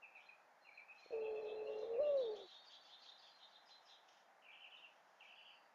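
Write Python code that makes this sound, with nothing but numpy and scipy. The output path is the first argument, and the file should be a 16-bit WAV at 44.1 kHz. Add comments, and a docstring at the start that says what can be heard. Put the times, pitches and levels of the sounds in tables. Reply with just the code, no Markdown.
"""Dove coo among small birds

A dove under a porch roof gives one long coo close by: a low, husky held note that leaps up, clears and sinks.
Its voice is a near sine with weak overtones, a beating second vibration and throat-coloured noise.
Small birds peep, chirp and rattle farther off: gliding, frequency-modulated sines smeared by a diffuse
tail and coloured by porch resonances. Thin hiss and a faint outdoor hush are shaped noise."""
import sys
import numpy as np
from scipy import signal
from scipy.fft import rfft, irfft, next_fast_len
from scipy.io import wavfile
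from scipy.ndimage import map_coordinates

SR = 44100
rng = np.random.default_rng(int(sys.argv[2]) if len(sys.argv) > 2 else 0)


def digitize_waveform(pressure):
    """Quantize a signal to 16-bit integers and store it at the path in sys.argv[1].

    Rows of a 2-D input are taken as channels; values are limited to [-1, 1].
    """
    field = np.atleast_2d(pressure).T
    bounded = np.clip(field, -1, 1)
    quanta = np.round(bounded * 32767).astype(np.int16)
    wavfile.write(sys.argv[1], SR, quanta)


N = 253134  # samples
NOOK_T60, YARD_T60 = 0.12, 0.36  # reverberation times [s]


def amp(db):
    """Decibel law: amplitude ratio of a level."""
    return 10 ** (np.asarray(db) / 20)


def unit(x):
    """Normalization to an rms of 1."""
    return x / np.sqrt(np.mean(x ** 2) + 1e-20)


def curve(rows):
    """Linear interpolation of (time [s], value) rows, one value per sample."""
    return np.interp(np.arange(N) / SR, *np.transpose(rows))


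def wobble(rate, size=N):
    """Band-limited random modulation: a smooth curve through `rate` random knots a second."""
    knots = rng.standard_normal(8192)
    return map_coordinates(knots, [np.arange(size) * rate / SR], mode="wrap")


def filtered(x, response):
    """Linear filtering: the spectrum of x times a response of frequency."""
    m = next_fast_len(N + 8192)
    return irfft(rfft(x, m) * response(np.fft.rfftfreq(m, 1 / SR)), m)[:N]


def noise(spectrum):
    """Spectral shaping: noise of rms 1 coloured by (frequency [Hz], relative density [dB]) rows."""
    f, db = np.transpose(spectrum)

    def colour(hz):
        return amp(np.interp(np.log(hz + 1), np.log(f), db))

    return unit(filtered(rng.standard_normal(N), colour))


def tone(hz):
    """Phase accumulation: a sine, nominally of rms 1, that follows a pitch curve."""
    return np.sqrt(2) * np.sin(2 * np.pi * np.cumsum(hz) / SR)


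def gate(start, end, attack, release):
    """Trapezoidal envelope: linear attack, hold and release between two times."""
    t = np.arange(N) / SR
    return np.clip((t - start) / attack, 0, 1) * np.clip((end - t) / release, 0, 1)


def add(track, s, sound):
    """Superposition: mix a sound into a track from time s."""
    start = max(round(s * SR), 0)
    track[start:start + len(sound)] += sound[:len(track) - start]


def echoes(x, t60, wet_db, build_s=0.007):
    """Diffuse reverberation: an exponentially decaying noise tail, at about the same total energy."""
    t = np.arange(SR // 2) / SR
    tail = rng.standard_normal(len(t)) * amp(-60 * t / t60) * (1 - np.exp(-t / build_s))
    tail *= amp(wet_db) / np.linalg.norm(tail)
    tail[0] += 1  # direct sound
    return signal.fftconvolve(x, tail) / np.sqrt(1 + amp(wet_db) ** 2)


def bird_note(s, length, hz, glide, db, rasp, lean_db=0, bend=1, wet_db=-1.0, pulse_hz=0, pulse_db=0,
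              sweep=0, rasp_depth=0.075, rasp_rate=420, buzz_depth=0.07, buzz_hz=150, flicker_db=1.5):
    """Frequency modulation: (start [s], sound) of a gliding sine, roughened by noise and buzz, then smeared.

    It leans by lean_db from start to end; a bend over 1 keeps the glide for the end."""
    size = max(int(length * SR), 64)
    u = np.linspace(0, 1, size)
    beat = 2 * np.pi * pulse_hz * length * u
    buzz = tone(buzz_hz * (1 + 0.12 * wobble(40, size)))
    shake = rasp_depth * wobble(rasp_rate, size) + buzz_depth * rasp * buzz
    glided = hz * (1 + glide * (u ** bend - 1 / (1 + bend)))
    pitch = glided * (1 + rasp * shake + sweep * np.sin(beat))
    # pulses are loudest as they sweep down
    level_db = lean_db * u + flicker_db * wobble(150, size) - pulse_db * np.cos(beat)
    swell = np.sqrt(np.abs(np.sin(np.pi * u))) * amp(level_db)
    return s - length / 2, echoes(amp(db) * unit(swell * tone(pitch)), YARD_T60, wet_db)


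# colour of the outdoor hush: (frequency [Hz], relative density [dB])
HUSH = [(25, -71.5), (70, -57.5), (120, -22.5), (200, -14.5), (400, -13.5), (620, -2), (800, 2), (1100, -5),
        (1800, -6.5), (3000, -21), (5000, -23.5), (7000, -27), (7700, -36.5), (12000, -34), (15000, -42.5)]


def outdoors(hush_db=-70.0):
    """Stationary noise: the steady hush of the neighbourhood."""
    return amp(hush_db) * noise(HUSH)


# one bird's falling peeps:
# (middle [s], length [s], pitch [Hz], fall [share of pitch], relative level [dB])
PEEPS = [(0.041, 0.0434, 2575, 0.16, -50), (0.164, 0.032, 2494, 0.12, -48.5),
         (0.295, 0.014, 2470, 0.023, -47), (0.653, 0.014, 2760, 0.049, -57),
         (0.682, 0.035, 2430, 0.14, -53), (0.786, 0.039, 2392, 0.24, -56.5),
         (0.907, .054, 2534, 0.025, -49), (1.03, 0.035, 2460, 0.15, -56.5),
         (1.142, 0.044, 2533, 0.064, -51), (1.219, 0.021, 2676, .02, -52),
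         (1.26, 0.034, 2617, 0.029, -51.5), (1.372, 0.05, 2603, 0.049, -52),
         (1.472, 0.076, 2563, 0.013, -55.5), (1.591, 0.065, 2647, 0.058, -59),
         (1.684, 0.053, 2735, 0.0098, -51.5), (1.952, 0.041, 2630, 0.18, -56.5),
         (2.051, 0.051, 2823, 0.011, -52.5)]


def peeps():
    """Frequency glide: short, nearly clear notes that swell and drop at the end."""
    out = np.zeros(N)
    for s, length, hz, fall, db in PEEPS:
        add(out, *bird_note(s, length, hz, -fall, db, rasp=0.2, lean_db=0.5, bend=1.5, wet_db=0,
                            pulse_hz=59.7, sweep=0.021))
    return out


# colour of the thin hiss: (frequency [Hz], relative density [dB])
HISS = [(1500, -62), (2500, -2), (3200, 5.5), (4500, -10.5), (5500, 0), (6900, -2), (7400, -41),
        (7900, -55.5)]
# lone puffs of it: (middle [s], length [s], relative level [dB])
PUFFS = [(1.03, 0.23, -75.5), (1.135, .038, -73.5), (3.885, 0.038, -73), (4.12, 0.25, -71.5),
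         (4.85, .48, -81.5), (5.21, 0.37, -78.5)]


def hiss(flicker_db=5.5, lead_s=0.037, lisp_hiss_s=0.16, lisp_hiss_db=-10):
    """Amplitude-modulated noise: flickering hiss round each lisp and in lone puffs, with a diffuse tail."""
    swell = np.zeros(N)
    lisps = [(s - lead_s, lisp_hiss_s, lisp_db + lisp_hiss_db) for s, *note, lisp_db in CHIRPS]
    for s, length, db in lisps + list(PUFFS):
        hump = np.sqrt(np.abs(np.hanning(int(length * SR))))
        add(swell, s - length / 2, amp(db) * hump)
    flickering = swell * amp(flicker_db * wobble(80)) * noise(HISS)
    return echoes(flickering, YARD_T60, wet_db=0.5)[:N]


# another bird's chirps, a lisp and then a raspy note:
# (middle of note [s], pitch [Hz], glide [share of pitch], trill depth [share of pitch],
#  relative note level [dB], lisp pitch [Hz], relative lisp level [dB])
CHIRPS = [(.23, 3260, .17, .08, -64.5, 3820, -72), (1.262, 3290, 0.025, 0.026, -61.5, 4080, -78.5),
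          (1.38, 3370, -0.039, 0.037, -65, 4320, -77), (1.495, 3556, -0.033, 0.11, -55.5, 4060, -71.5),
          (1.725, 3496, 0.077, 0.073, -61, 4200, -66), (1.839, 3686, -0.13, 0.07, -57.5, 4100, -65.5),
          (2.089, 3510, 0.035, 0.08, -56.5, 4080, -66), (2.243, 3534, -0.044, 0.061, -50, 4200, -60),
          (2.395, 3517, 0.15, 0.066, -51, 4120, -62), (2.545, 3560, .08, 0.071, -51.5, 4200, -56.5),
          (2.735, 3472, 0.14, 0.062, -51, 4650, -54), (2.92, 3450, 0.194, 0.096, -53.5, 4550, -61.5),
          (3.088, 3646, 0.084, 0.081, -52.5, 4590, -57.5), (3.258, 3437, -0.12, 0.063, -54.5, 4600, -59),
          (3.428, 3560, 0.023, 0.14, -56.5, 4200, -65.5), (3.56, 3660, 0.023, 0.12, -60, 4600, -66),
          (3.732, 3700, -0.027, 0.12, -57, 5150, -63), (3.925, 3640, -0.1, 0.1, -54, 5200, -61)]


def chirps(lisp_lead_s=0.06, lisp_s=0.035, note_s=0.085):
    """Periodic frequency modulation: a high lisp, then a lower, raspy note that glides and trills."""
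    out = np.zeros(N)
    for s, hz, glide, trill, db, lisp_hz, lisp_db in CHIRPS:
        add(out, *bird_note(s - lisp_lead_s, lisp_s, lisp_hz, -0.1, lisp_db, rasp=0.41, wet_db=0.0))
        add(out, *bird_note(s, note_s, hz, glide, db, rasp=0.33, wet_db=-2,
                            pulse_hz=85.1, pulse_db=3.5, sweep=trill))
    return out


# thin, high whistles: (middle [s], length [s], pitch [Hz], relative level [dB])
TWITTERS = [(0.268, 0.021, 4110, -64), (0.657, 0.086, 4165, -67.5), (.759, 0.043, 4177, -61),
            (0.99, 0.023, 4112, -57.5), (1.075, 0.12, 4257, -61), (1.216, .04, 4084, -66.5),
            (1.333, 0.09, 4220, -69.5), (1.427, 0.038, 4080, -68), (1.559, 0.074, 4070, -67),
            (1.675, 0.093, 4200, -73), (1.791, .09, 4070, -67.5), (2.02, .05, 4060, -70),
            (2.182, .023, 3896, -46), (2.44, .051, 4070, -66), (2.49, 0.028, 3850, -57),
            (3.295, 0.071, 4815, -63)]
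# one long, faint call
WHEEZE_AT_S, WHEEZE_S, WHEEZE_HZ, WHEEZE_DB, WHEEZE_RASP = 5.49, 0.44, 4690, -71, 0.28


def twitters(rasp=0.094, fall=0.016):
    """Near-pure tones: thin, nearly level whistles, and one long wheeze roughened by modulation."""
    out = np.zeros(N)
    for s, length, hz, db in TWITTERS:
        add(out, *bird_note(s, length, hz, -fall, db, rasp, wet_db=-2.0))
    add(out, *bird_note(WHEEZE_AT_S, WHEEZE_S, WHEEZE_HZ, 0, WHEEZE_DB, WHEEZE_RASP))
    return out


# sharp chips: (middle [s], pitch [Hz], relative level [dB])
CHIPS = [(.78, 2486, -46.5), (.798, 2320, -50.5), (.927, 2554, -52.5), (2.263, 3417, -59),
         (2.938, 3580, -46), (3.092, 3600, -44.5), (3.432, 3720, -49), (3.56, 3710, -52),
         (3.712, 4140, -54.5)]


def chips(length=0.011, fall=0.13, rasp=0.15):
    """Rapid frequency glide: sharp, steeply falling flicks that stand out of the chirping."""
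    out = np.zeros(N)
    for s, hz, db in CHIPS:
        add(out, *bird_note(s, length, hz, -fall, db, rasp, wet_db=-2))
    return out


# soft pops as the throat opens and as the voice leaps: (time [s], envelope peak [dB])
POPS = [(1.060, -54), (1.106, -45.5), (1.997, -42.5)]


def pops(ring_hz=480, rise_s=0.0044):
    """Damped resonance: each soft pop rings the throat for a few cycles."""
    out, t = np.zeros(N), np.arange(SR // 20) / SR
    u = 2 * t / rise_s
    # the squared envelope peaks at u = 1, half of rise_s
    ring = (u * np.exp(1 - u)) ** 2 * np.sin(2 * np.pi * ring_hz * t)
    for s, db in POPS:
        add(out, s, amp(db) * ring)
    return out


# what the throat passes: (frequency [Hz], relative density or gain [dB])
THROAT = [(20, -32), (60, -31.5), (170, -25.5), (320, -16.5), (430, -4), (560, -3.5), (690, -9),
          (850, -14.5), (950, -33.5), (1150, -23), (1400, -38), (2500, -34.5), (5000, -120)]


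def overtone(pitch, order):
    """Source-filter principle: one multiple of the note, as strongly as the throat passes it."""
    hz, db = np.transpose(THROAT)
    return amp(np.interp(order * pitch, hz, db)) * tone(order * pitch)


# the coo, held, leaping up and sinking: (time [s], pitch [Hz], level [dB])
COO = [(1.12, 505, -48), (1.138, 450.2, -42.5), (1.184, 449, -44), (1.223, 439.2, -44.5), (1.34, 431, -44),
       (1.385, 431, -46.5), (1.403, 448.6, -51.5), (1.426, 433, -50), (1.464, 423, -45.5),
       (1.503, 427.2, -53), (1.526, 430.9, -47), (1.851, 433.5, -47.5), (1.865, 467, -54),
       (1.883, 451.7, -48), (1.939, 464.2, -41.5), (1.974, 471.7, -44.5), (1.994, 543.3, -34.5),
       (2.003, 569, -31), (2.012, 605.7, -36), (2.036, 592.3, -39), (2.098, 585.0, -36.5),
       (2.197, 529, -36.5), (2.222, 503.4, -42.5), (2.249, 461, -42.5), (2.301, 430, -43),
       (2.335, 422.6, -46.5), (2.365, 403, -55.5), (2.413, 394.5, -61), (2.455, 358, -61)]
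# a second vibration that comes and goes in the held note: (time [s], pitch [Hz], level [dB])
FLUTTER = [(1.12, 590, -56), (1.249, 565.5, -59.5), (1.405, 558.8, -59.5), (1.601, 550, -63),
           (1.68, 557.7, -53), (1.76, 528.4, -57.5), (1.84, 516.5, -50.5), (1.91, 560, -57),
           (1.98, 553, -55)]
COO_START_S, COO_END_S, ATTACK_S, RELEASE_S = 1.117, 2.475, 0.006, 0.03
LEAP_S = 2.0  # the second vibration stops here
# turbulent air in the throat: level, head start, fade; it surges where the voice leaps
HUSK_DB, AIR_LEAD_S, AIR_RELEASE_S = -56, 0.01, 0.086
HUSK_BURST_DB, HUSK_BURST_S = 4.5, 0.13


def coo(jitter=0.0083, shimmer_db=1.02, octave_db=-37, throat_db=-7.5, overtone_flicker_db=2.0,
        overtone_jitter=0.014, flutter_octave_db=-23, flutter_spread=0.0409, flutter_depth_db=3.0):
    """Beating: the syrinx sings a near sine that beats with an uneven second vibration just above it, made
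    husky by turbulent air in the throat."""
    t = np.arange(N) / SR
    pitch = curve([(s, hz) for s, hz, db in COO]) * (1 + jitter * wobble(90))
    effort_db = curve([(s, db) for s, hz, db in COO])

    # the closed beak lets few, unsteady overtones out; the throat lifts the octave while the note is low
    shaky = pitch * (1 + overtone_jitter * wobble(150))
    throaty = overtone(shaky, order=2) + overtone(shaky, order=3)
    upper = amp(octave_db) * tone(2 * shaky) + amp(throat_db) * throaty
    voice = tone(pitch) + amp(overtone_flicker_db * wobble(34.79)) * upper
    note = amp(effort_db + shimmer_db * wobble(70)) * voice

    flutter_db = curve([(s, db) for s, hz, db in FLUTTER])
    flutter_pitch = curve([(s, hz) for s, hz, db in FLUTTER]) * (1 + flutter_spread * wobble(100))
    flutter = tone(flutter_pitch) + amp(flutter_octave_db) * tone(2 * flutter_pitch)
    flutter *= amp(flutter_db + flutter_depth_db * wobble(37))

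    surge_db = HUSK_BURST_DB * np.exp(-np.abs(t - LEAP_S) / HUSK_BURST_S)
    husk = amp(HUSK_DB + surge_db) * noise(THROAT)

    return (gate(COO_START_S, COO_END_S, ATTACK_S, RELEASE_S) * note
            + gate(COO_START_S, LEAP_S, ATTACK_S, RELEASE_S) * flutter
            + gate(COO_START_S - AIR_LEAD_S, COO_END_S, ATTACK_S, AIR_RELEASE_S) * husk)


# dull thuds under the coo: (time [s], relative level [dB])
BUMPS = [(1.305, -60), (2.006, -53), (2.025, -55.5), (2.107, -58)]


def bumps(width_s=0.0016):
    """Impulsive excitation: dull little thuds under the coo, each one low push."""
    out, u = np.zeros(N), np.arange(SR // 30) / SR / width_s
    push = u * u * np.exp(-u) * (1 - u / 4)
    for s, db in BUMPS:
        add(out, s, amp(db) * push)
    return out


# a third bird chatters through the loudest chirps
CHATTER_START_S, CHATTER_END_S, CHATTER_HZ, CHATTER_DB = 2.2, 3.35, 3930, -61


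def chatter(count=40, length=0.027, rasp=0.2, pitch_spread=0.091, glide_spread=0.08, spread_db=1.0):
    """Random variation: a quick, even string of tiny notes, each with its own pitch, glide and level."""
    out = np.zeros(N)
    times = np.linspace(CHATTER_START_S, CHATTER_END_S, count)
    for s, (sharp, glide, loud) in zip(times, rng.standard_normal((count, 3))):
        hz = CHATTER_HZ * (1 + pitch_spread * sharp)
        add(out, *bird_note(s, length, hz, glide_spread * glide, CHATTER_DB + spread_db * loud, rasp))
    return out


# harsh falling syllables, in two rattling runs:
# (middle [s], length [s], pitch [Hz], relative level [dB])
SYLLABLES = [(4.436, 0.038, 2800, -63), (4.485, 0.085, 2580, -56), (4.555, 0.078, 2830, -53.5),
             (4.643, 0.086, 2830, -52), (4.744, 0.078, 2900, -51.5), (4.783, .03, 3360, -60.5),
             (4.842, 0.0698, 2840, -55), (5.216, 0.032, 2800, -52), (5.251, 0.044, 2500, -59.5),
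             (5.306, .075, 2850, -56), (5.391, 0.075, 2900, -55.5), (5.484, 0.074, 2900, -52.5)]


def rattles(fall=0.2086, undertone_ratio=0.96, undertone_db=-5):
    """Two-voice modulation: harsh, pulsed syllables, each doubled by a lower voice, that fall and fade."""
    out = np.zeros(N)
    for s, length, hz, db in SYLLABLES:
        for ratio, voice_db in [(1, 0), (undertone_ratio, undertone_db)]:
            add(out, *bird_note(s, length, ratio * hz, -fall, db + voice_db, rasp=0.32, lean_db=-3.5,
                                wet_db=-1, pulse_hz=60.27, pulse_db=2.5, sweep=0.062))
    return out


# resonances under the roof: (frequency [Hz], width [Hz], relative gain [dB])
PORCH = [(2356, 84, -2), (2407, 210, -9), (2602, 47, -2.5), (2756, 54, -1.5), (2997, 67, -1),
         (3232, 37, -2), (3447, 44, -3.5), (3680, 53, -1.5), (3850, 20, -6.5), (4052, 36, 4.5),
         (4210, 30, -4.5), (4300, 18, -5.5), (4470, 45, 3), (4940, 160, -1.5), (5500, 21, 0)]


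def porch(x, direct_db=-11, gain_db=0.5):
    """Resonance: roof and walls close to the microphone ring at fixed pitches and comb the treble."""
    def response(f):
        total = amp(direct_db)
        for hz, width, db in PORCH:
            damping = 1j * f * width
            total = total + amp(db) * damping / (hz * hz - f * f + damping)
        return total

    return amp(gain_db) * filtered(x, response)


def scene():
    """Superposition: the near dove, the porch-coloured yard and the hush."""
    # the nook under the roof answers briefly
    dove = echoes(coo() + pops() + bumps(), NOOK_T60, wet_db=-24.0)[:N]
    birds = peeps() + chirps() + twitters() + chips() + chatter() + rattles()
    yard = porch(amp(-8.0) * birds + hiss())
    return (outdoors() + dove + yard)[None]


TOP_HZ = 14400  # band limit


def record(dry):
    """Band limiting: nothing passes at or above the top frequency."""
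    return filtered(dry[0], lambda hz: hz < TOP_HZ)[None]


dry = scene()
out = record(dry)
digitize_waveform(out)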